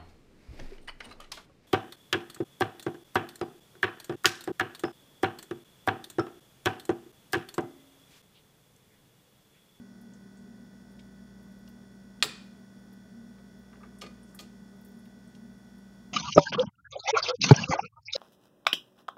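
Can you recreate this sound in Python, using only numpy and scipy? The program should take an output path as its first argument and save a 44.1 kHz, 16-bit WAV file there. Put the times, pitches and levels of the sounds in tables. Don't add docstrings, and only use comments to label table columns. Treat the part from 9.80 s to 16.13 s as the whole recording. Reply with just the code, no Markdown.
import sys
import numpy as np
from scipy import signal
from scipy.fft import rfft, irfft
from scipy.io import wavfile
from scipy.ndimage import uniform_filter1d, map_coordinates

SR = 44100
rng = np.random.default_rng(int(sys.argv[2]) if len(sys.argv) > 2 else 0)


def invert_db(level):
    return 10 ** (np.asarray(level, dtype=float) / 20)


def master(y):
    cut = np.clip(np.atleast_2d(y).T, -1, 1)
    pcm = np.round(cut * 32767)
    wavfile.write(sys.argv[1], SR, pcm.astype(np.int16))


N = 279153


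def at_hz(points, hz, column):
    points = np.array(points)
    return np.interp(np.log(hz), np.log(points[:, 0]), points[:, column])


def drift(rate_hz):
    knots = rng.standard_normal(400)
    return map_coordinates(knots, [np.arange(N) * rate_hz / SR], order=3)


def band(x, hz, octaves, order=2):
    edges = np.clip(hz * 2 ** (np.array([-.5, .5]) * octaves), 20, .45 * SR)
    return signal.sosfilt(signal.butter(order, edges, "band", fs=SR, output="sos"), x)


def ring(force, modes, longest_s):
    out = 0
    for hz, level_db, t60_s in modes:
        radius = invert_db(-60 / (min(t60_s, longest_s) * SR))
        angle = 2 * np.pi * hz / SR
        resonator = [1, -2 * radius * np.cos(angle), radius * radius]
        out = out + invert_db(level_db) * signal.lfilter([0, np.sin(angle)], resonator, force + 1e-18)
    return out


def add(track, start_s, sound, peak_db):
    i = round(start_s * SR)
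    track[i:i + len(sound)] += (invert_db(peak_db) * sound / np.abs(sound).max())[:N - i]


# start_s, peak_db, centre_hz, width_octaves
TICKS = [(0.212, -55, 12600, .7), (0.336, -52.5, 6950, 0.38), (0.572, -55.5, 7450, .5),
         (1.1194, -56, 13000, 1.1), (1.6262, -59, 12500, .7), (1.6794, -67, 14500, .3),
         (1.718, -65, 11000, .3), (1.7863, -60, 13500, .5), (1.8865, -53, 13400, .6),
         (3.1288, -55, 13500, .6), (3.7898, -60, 14650, .25), (4.1856, -51.5, 9000, 0.77),
         (4.431, -55, 9450, 0.46), (4.548, -41, 10800, 1.2), (4.965, -65, 12200, .4),
         (5.012, -54, 13000, .6), (5.0493, -45.5, 13000, 0.92), (5.0844, -56, 14500, .4),
         (5.1164, -60, 14500, .4), (5.169, -62, 13000, .5), (5.189, -58, 10500, .6),
         (5.2534, -59, 13500, 0.77), (5.4755, -60.5, 8540, 0.33), (5.9824, -63, 12000, .6)]
# start_s, peak_db
KNOCK_BURSTS = [
    (4.216, -53),
    (4.591, -47),
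    (4.604, -49),
]


def sauce():
    out, t = np.zeros(N), np.arange(3000) / SR
    events = [(*tick, 0.029) for tick in TICKS]
    events += [(start_s, peak_db, 12500, 0.66, .085) for start_s, peak_db in KNOCK_BURSTS]
    noises = rng.standard_normal((len(events), 3000))
    for (start_s, peak_db, hz, octaves, t60_s), noise in zip(events, noises):
        snap = invert_db(-60 * t / .006)
        tail = .4 * invert_db(-60 * t / t60_s)
        add(out, start_s, band(noise * (snap + tail), hz, octaves, order=3), peak_db)
    return out


# start_s, peak_db, centre_hz, contact_s
TAPS = [(1.1896, -49.5, 3300, 0.011), (1.8751, -50, 3600, 0.0041), (2.4014, -54, 2975, 0.0043),
        (3.584, -54.5, 2500, 0.0028), (3.9265, -51, 1320, 0.0096), (3.9569, -50, 2150, 0.00089),
        (3.969, -60, 2800, 0.002), (4.0, -54, 1100, 0.0099), (4.0315, -45.5, 1390, 0.0057),
        (4.044, -57, 1900, 0.0015), (4.06, -56, 1800, 0.0023), (4.2112, -38, 4040, 0.0068),
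        (4.2157, -32, 3100, 0.006), (4.225, -43, 2550, 0.024), (4.2615, -45.5, 3270, 0.0076),
        (4.47, -63, 6000, 0.05), (4.543, -53.5, 1110, 0.0051), (4.588, -36, 3600, 0.0093),
        (4.6, -41, 4400, 0.0082), (4.615, -52, 3620, 0.03), (4.93, -59, 800, 0.0052),
        (5.254, -58, 2800, 0.0065), (5.5488, -51, 3830, 0.0059)]
# mode_hz, level_db, t60_s
PAN = [(1230, -7.5, 0.1), (2020, -14, 0.2), (2451, -8, 0.15), (2480, -22, 0.047), (3090, -16, 0.039),
       (3600, -6, 0.03), (4360, -4, 0.069), (7600, -18.5, .03)]
# start_s, peak_db, blow_centre_hz
KNOCKS = [
    (4.218, -39.5, 2330),
    (4.263, -44, 2800),
    (4.591, -41, 4600),
    (4.603, -47, 4600),
]
# start_s, peak_db
THUDS = [
    (3.585, -60),
    (3.9565, -65),
    (4.0305, -60),
    (4.216, -46.5),
    (4.263, -62),
    (4.589, -51.5),
    (5.5492, -67),
]


def spatula():
    out, t = np.zeros(N), np.arange(4000) / SR
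    noises = rng.standard_normal((len(TAPS), 4000))
    for (start_s, peak_db, hz, contact_s), noise in zip(TAPS, noises):
        onset = np.minimum(t / (0.45 * contact_s), 1)
        grains = noise * np.exp(-(t / contact_s) ** 2) * onset
        add(out, start_s, band(grains, hz, octaves=1.11), peak_db)

    impulse = 1.0 * (np.arange(9000) == 0)
    rung = ring(impulse, PAN, longest_s=.25)
    for start_s, peak_db, hz in KNOCKS:
        add(out, start_s, band(rung, hz, octaves=2.7), peak_db)

    noises = rng.standard_normal((len(THUDS), 4000))
    for (start_s, peak_db), noise in zip(THUDS, noises):
        push = np.minimum(t / 0.0013, 1) * invert_db(-60 * t / 0.1)
        add(out, start_s, band(noise * push, hz=395, octaves=1.67), peak_db)
    return out


# start_s, peak_db
CLICK = [
    (2.4253, -5.2),
    (2.4282, -9),
    (2.4302, -18),
    (2.4318, -16),
    (2.4346, -18),
]


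def click():
    out, t = np.zeros(N), np.arange(4000) / SR
    snap = np.cos(2 * np.pi * 3700 * (t - .0005)) * np.exp(-((t - .0005) / 0.00022) ** 2)
    for start_s, peak_db in CLICK:
        add(out, start_s, snap, peak_db)

    start_s = CLICK[0][0]
    middle, bright, low = rng.standard_normal((3, 4000))
    add(out, start_s + 0.00036, band(middle * invert_db(-60 * t / 0.041), 6350, octaves=0.98), peak_db=-25.5)
    add(out, start_s + .0004, band(bright * invert_db(-60 * t / 0.12), 12500, octaves=0.905), peak_db=-34.5)
    add(out, start_s + 0.00025, band(low * invert_db(-60 * t / 0.035), 1900, octaves=0.42), peak_db=-35)
    return out


# mode_hz, level_db, t60_s
SHEET = [(360, -14.5, 0.19), (1373, -14.5, 0.13), (1920, -5.5, 0.17), (2500, -2, 5.0), (2646, -33, 0.097),
         (3044, -39, 0.0097), (3600, -2.5, 0.046), (4600, -6.5, 0.11), (5776, -11, 0.14),
         (6340, -12, 0.051), (7630, -10, 0.074), (7170, -15, 0.18), (9000, -27, 0.11), (11540, -19, 0.05)]
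# mode_hz, level_db, t60_s
STOVE = [(150.1, -56, 0.16), (335.7, -46.5, 0.092), (358, -50, 0.27), (427, -45.5, 0.17),
         (483, -42.5, 0.045), (770, -56.5, 0.29)]


def sheet():
    impulse = np.zeros(N)
    impulse[round(CLICK[0][0] * SR) + 20] = 1
    plate = band(ring(invert_db(-16) * impulse, SHEET, longest_s=0.018), 2670, octaves=4.0)
    return plate + ring(impulse, STOVE, longest_s=.3)


# band_hz, t60_s, level_db
KITCHEN = [(300, 0.63, -2), (679, 0.42, -3), (1030, 0.5, -6.5), (2000, 0.567, -14), (3480, 0.5, -20),
           (6000, 0.55, -14), (9040, 0.37, -9), (14270, 0.22, -14)]


def kitchen(x, near_db, near_t60_s, far_db):
    t, response = np.arange(SR // 2) / SR, 0
    for hz in 100 * 2 ** np.arange(0, 7.4, 1 / 3):
        far = invert_db(far_db - 60 * t / at_hz(KITCHEN, hz, 1))
        near = invert_db(near_db - 60 * t / near_t60_s)
        decay = invert_db(at_hz(KITCHEN, hz, 2)) * (far + near) * (t > .001)
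        response = response + band(rng.standard_normal(len(t)) * decay, hz, octaves=1 / 3)
    return signal.fftconvolve(x, response)[:N]


# shaft_multiple, rms_db
WHINE = [(1, -67), (25, -71.5), (26, -75), (30, -83.5), (31, -92), (33, -75), (34, -83.5), (35, -88),
         (42, -89.5), (47, -115.5), (50, -101), (58, -78), (59, -95.5), (60, -87), (69, -92.5), (76, -98.5),
         (77, -88), (88, -92), (89, -86.0), (90, -88), (93, -86), (95, -87), (96, -86), (97, -86.5),
         (103, -90), (112, -86), (117, -92), (118, -85), (154, -86), (158, -88)]
# time_s, level_db on the first multiple
UNBALANCE = [(0, -8), (.7, -4), (1.3, 4.5), (2.2, -0.5), (2.9, -5), (3.4, -2), (4.1, 4), (4.8, 0),
             (5.4, -3.5), (6.33, 1)]
# tone_hz, rms_db, unsteadiness_db
TONES = [
    (120.0, -65, .4),
    (195.26, -54, 1.0),
    (240.0, -66, 1.0),
]


def refrigerator():
    t = np.arange(N) / SR
    shaft_hz, slip_hz, slip_rad = 58.948, 1.9, .012
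    turn = 2 * np.pi * shaft_hz * t + slip_rad * np.sin(2 * np.pi * slip_hz * t)

    faint_db, faint_spread_db = 11, 5.0
    levels_db = at_hz(AIR, shaft_hz * np.arange(190) + 1, 1) + faint_db
    levels_db += faint_spread_db * rng.standard_normal(190)
    levels_db[:12] = -200
    for multiple, level_db in WHINE:
        levels_db[round(multiple)] = level_db

    spectrum = invert_db(levels_db) * np.exp(2j * np.pi * rng.random(190))
    first, spectrum[1] = np.abs(spectrum[1]), 0
    cycle = irfft(spectrum, 8192) * 4096 * np.sqrt(2)
    out = np.interp(turn / (2 * np.pi) % 1, np.arange(8192) / 8192, cycle, period=1)
    swell = invert_db(np.interp(t, *np.transpose(UNBALANCE)))
    out += first * swell * np.sqrt(2) * np.sin(turn)

    for hz, level_db, unsteady_db in TONES:
        level = np.sqrt(2) * invert_db(level_db + unsteady_db * drift(9))
        out += level * np.sin(2 * np.pi * hz * t + 0.11 * drift(3.2))
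    return out


# time_s, top_rms_db
DUCT_SWELLS = [(0.0, -53), (.27, -54), (.75, -52.5), (1.4, -60), (1.9, -57), (2.6, -55.5), (3.42, -49.5),
               (4.06, -59), (4.32, -56), (4.78, -54.5), (5.25, -51), (5.65, -52), (6.2, -60)]


def duct():
    noise = band(rng.standard_normal(N + SR), hz=231.1, octaves=.085)[SR:]
    strength = uniform_filter1d(noise ** 2, size=8000) ** .5
    t = np.arange(N) / SR
    swell_s, calm_db = 0.096, -59.5
    power = invert_db(calm_db) ** 2
    for time_s, top_db in DUCT_SWELLS:
        power = power + invert_db(top_db) ** 2 * np.exp(-((t - time_s) / swell_s) ** 2)
    return noise / strength * np.sqrt(power)


# noise_hz, level_db per Hz
AIR = [(22, -118), (42, -88.5), (100, -92), (150, -85), (300, -87.5), (500, -91.5), (800, -99),
       (1300, -103), (2200, -111), (3200, -112), (4000, -112), (5500, -110), (8200, -118), (15800, -119)]
# centre_hz, width_hz, top_db per Hz
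BOOMS = [(180, 30, -78), (265, 25, -84), (400, 30, -85), (630, 60, -93), (900, 300, -107), (1770, 70, -101),
         (3450, 120, -108), (4500, 200, -110), (5300, 300, -110), (9050, 150, -110), (9350, 120, -113),
         (10260, 90, -110), (7700, 700, -118), (12850, 200, -115)]


def air():
    hz = np.maximum(np.arange(N // 2 + 1) * SR / N, 1)
    power = invert_db(at_hz(AIR, hz, 1)) ** 2
    for centre_hz, width_hz, top_db in BOOMS:
        power += invert_db(top_db) ** 2 / (1 + (2 * (hz - centre_hz) / width_hz) ** 4)
    return irfft(rfft(rng.standard_normal(N)) * np.sqrt(power * SR / 2), N)


def scene():
    near, rung = sauce() + spatula() + click(), sheet()
    room = kitchen(near + 0.63 * rung, near_db=-9.5, near_t60_s=0.05, far_db=-26.5)
    hum = refrigerator() + duct() + air()
    return (near + rung + room + hum)[None]


def roll_off(x):
    return signal.sosfilt(signal.butter(12, 16490, fs=SR, output="sos"), x)


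def record(dry):
    cut = signal.sosfilt(signal.ellip(10, .3, 60, 15700, fs=SR, output="sos"), dry)
    cut = signal.sosfilt(signal.butter(2, 28, "high", fs=SR, output="sos"), cut)
    return roll_off(cut)


dry = scene()
out = record(dry)
master(out)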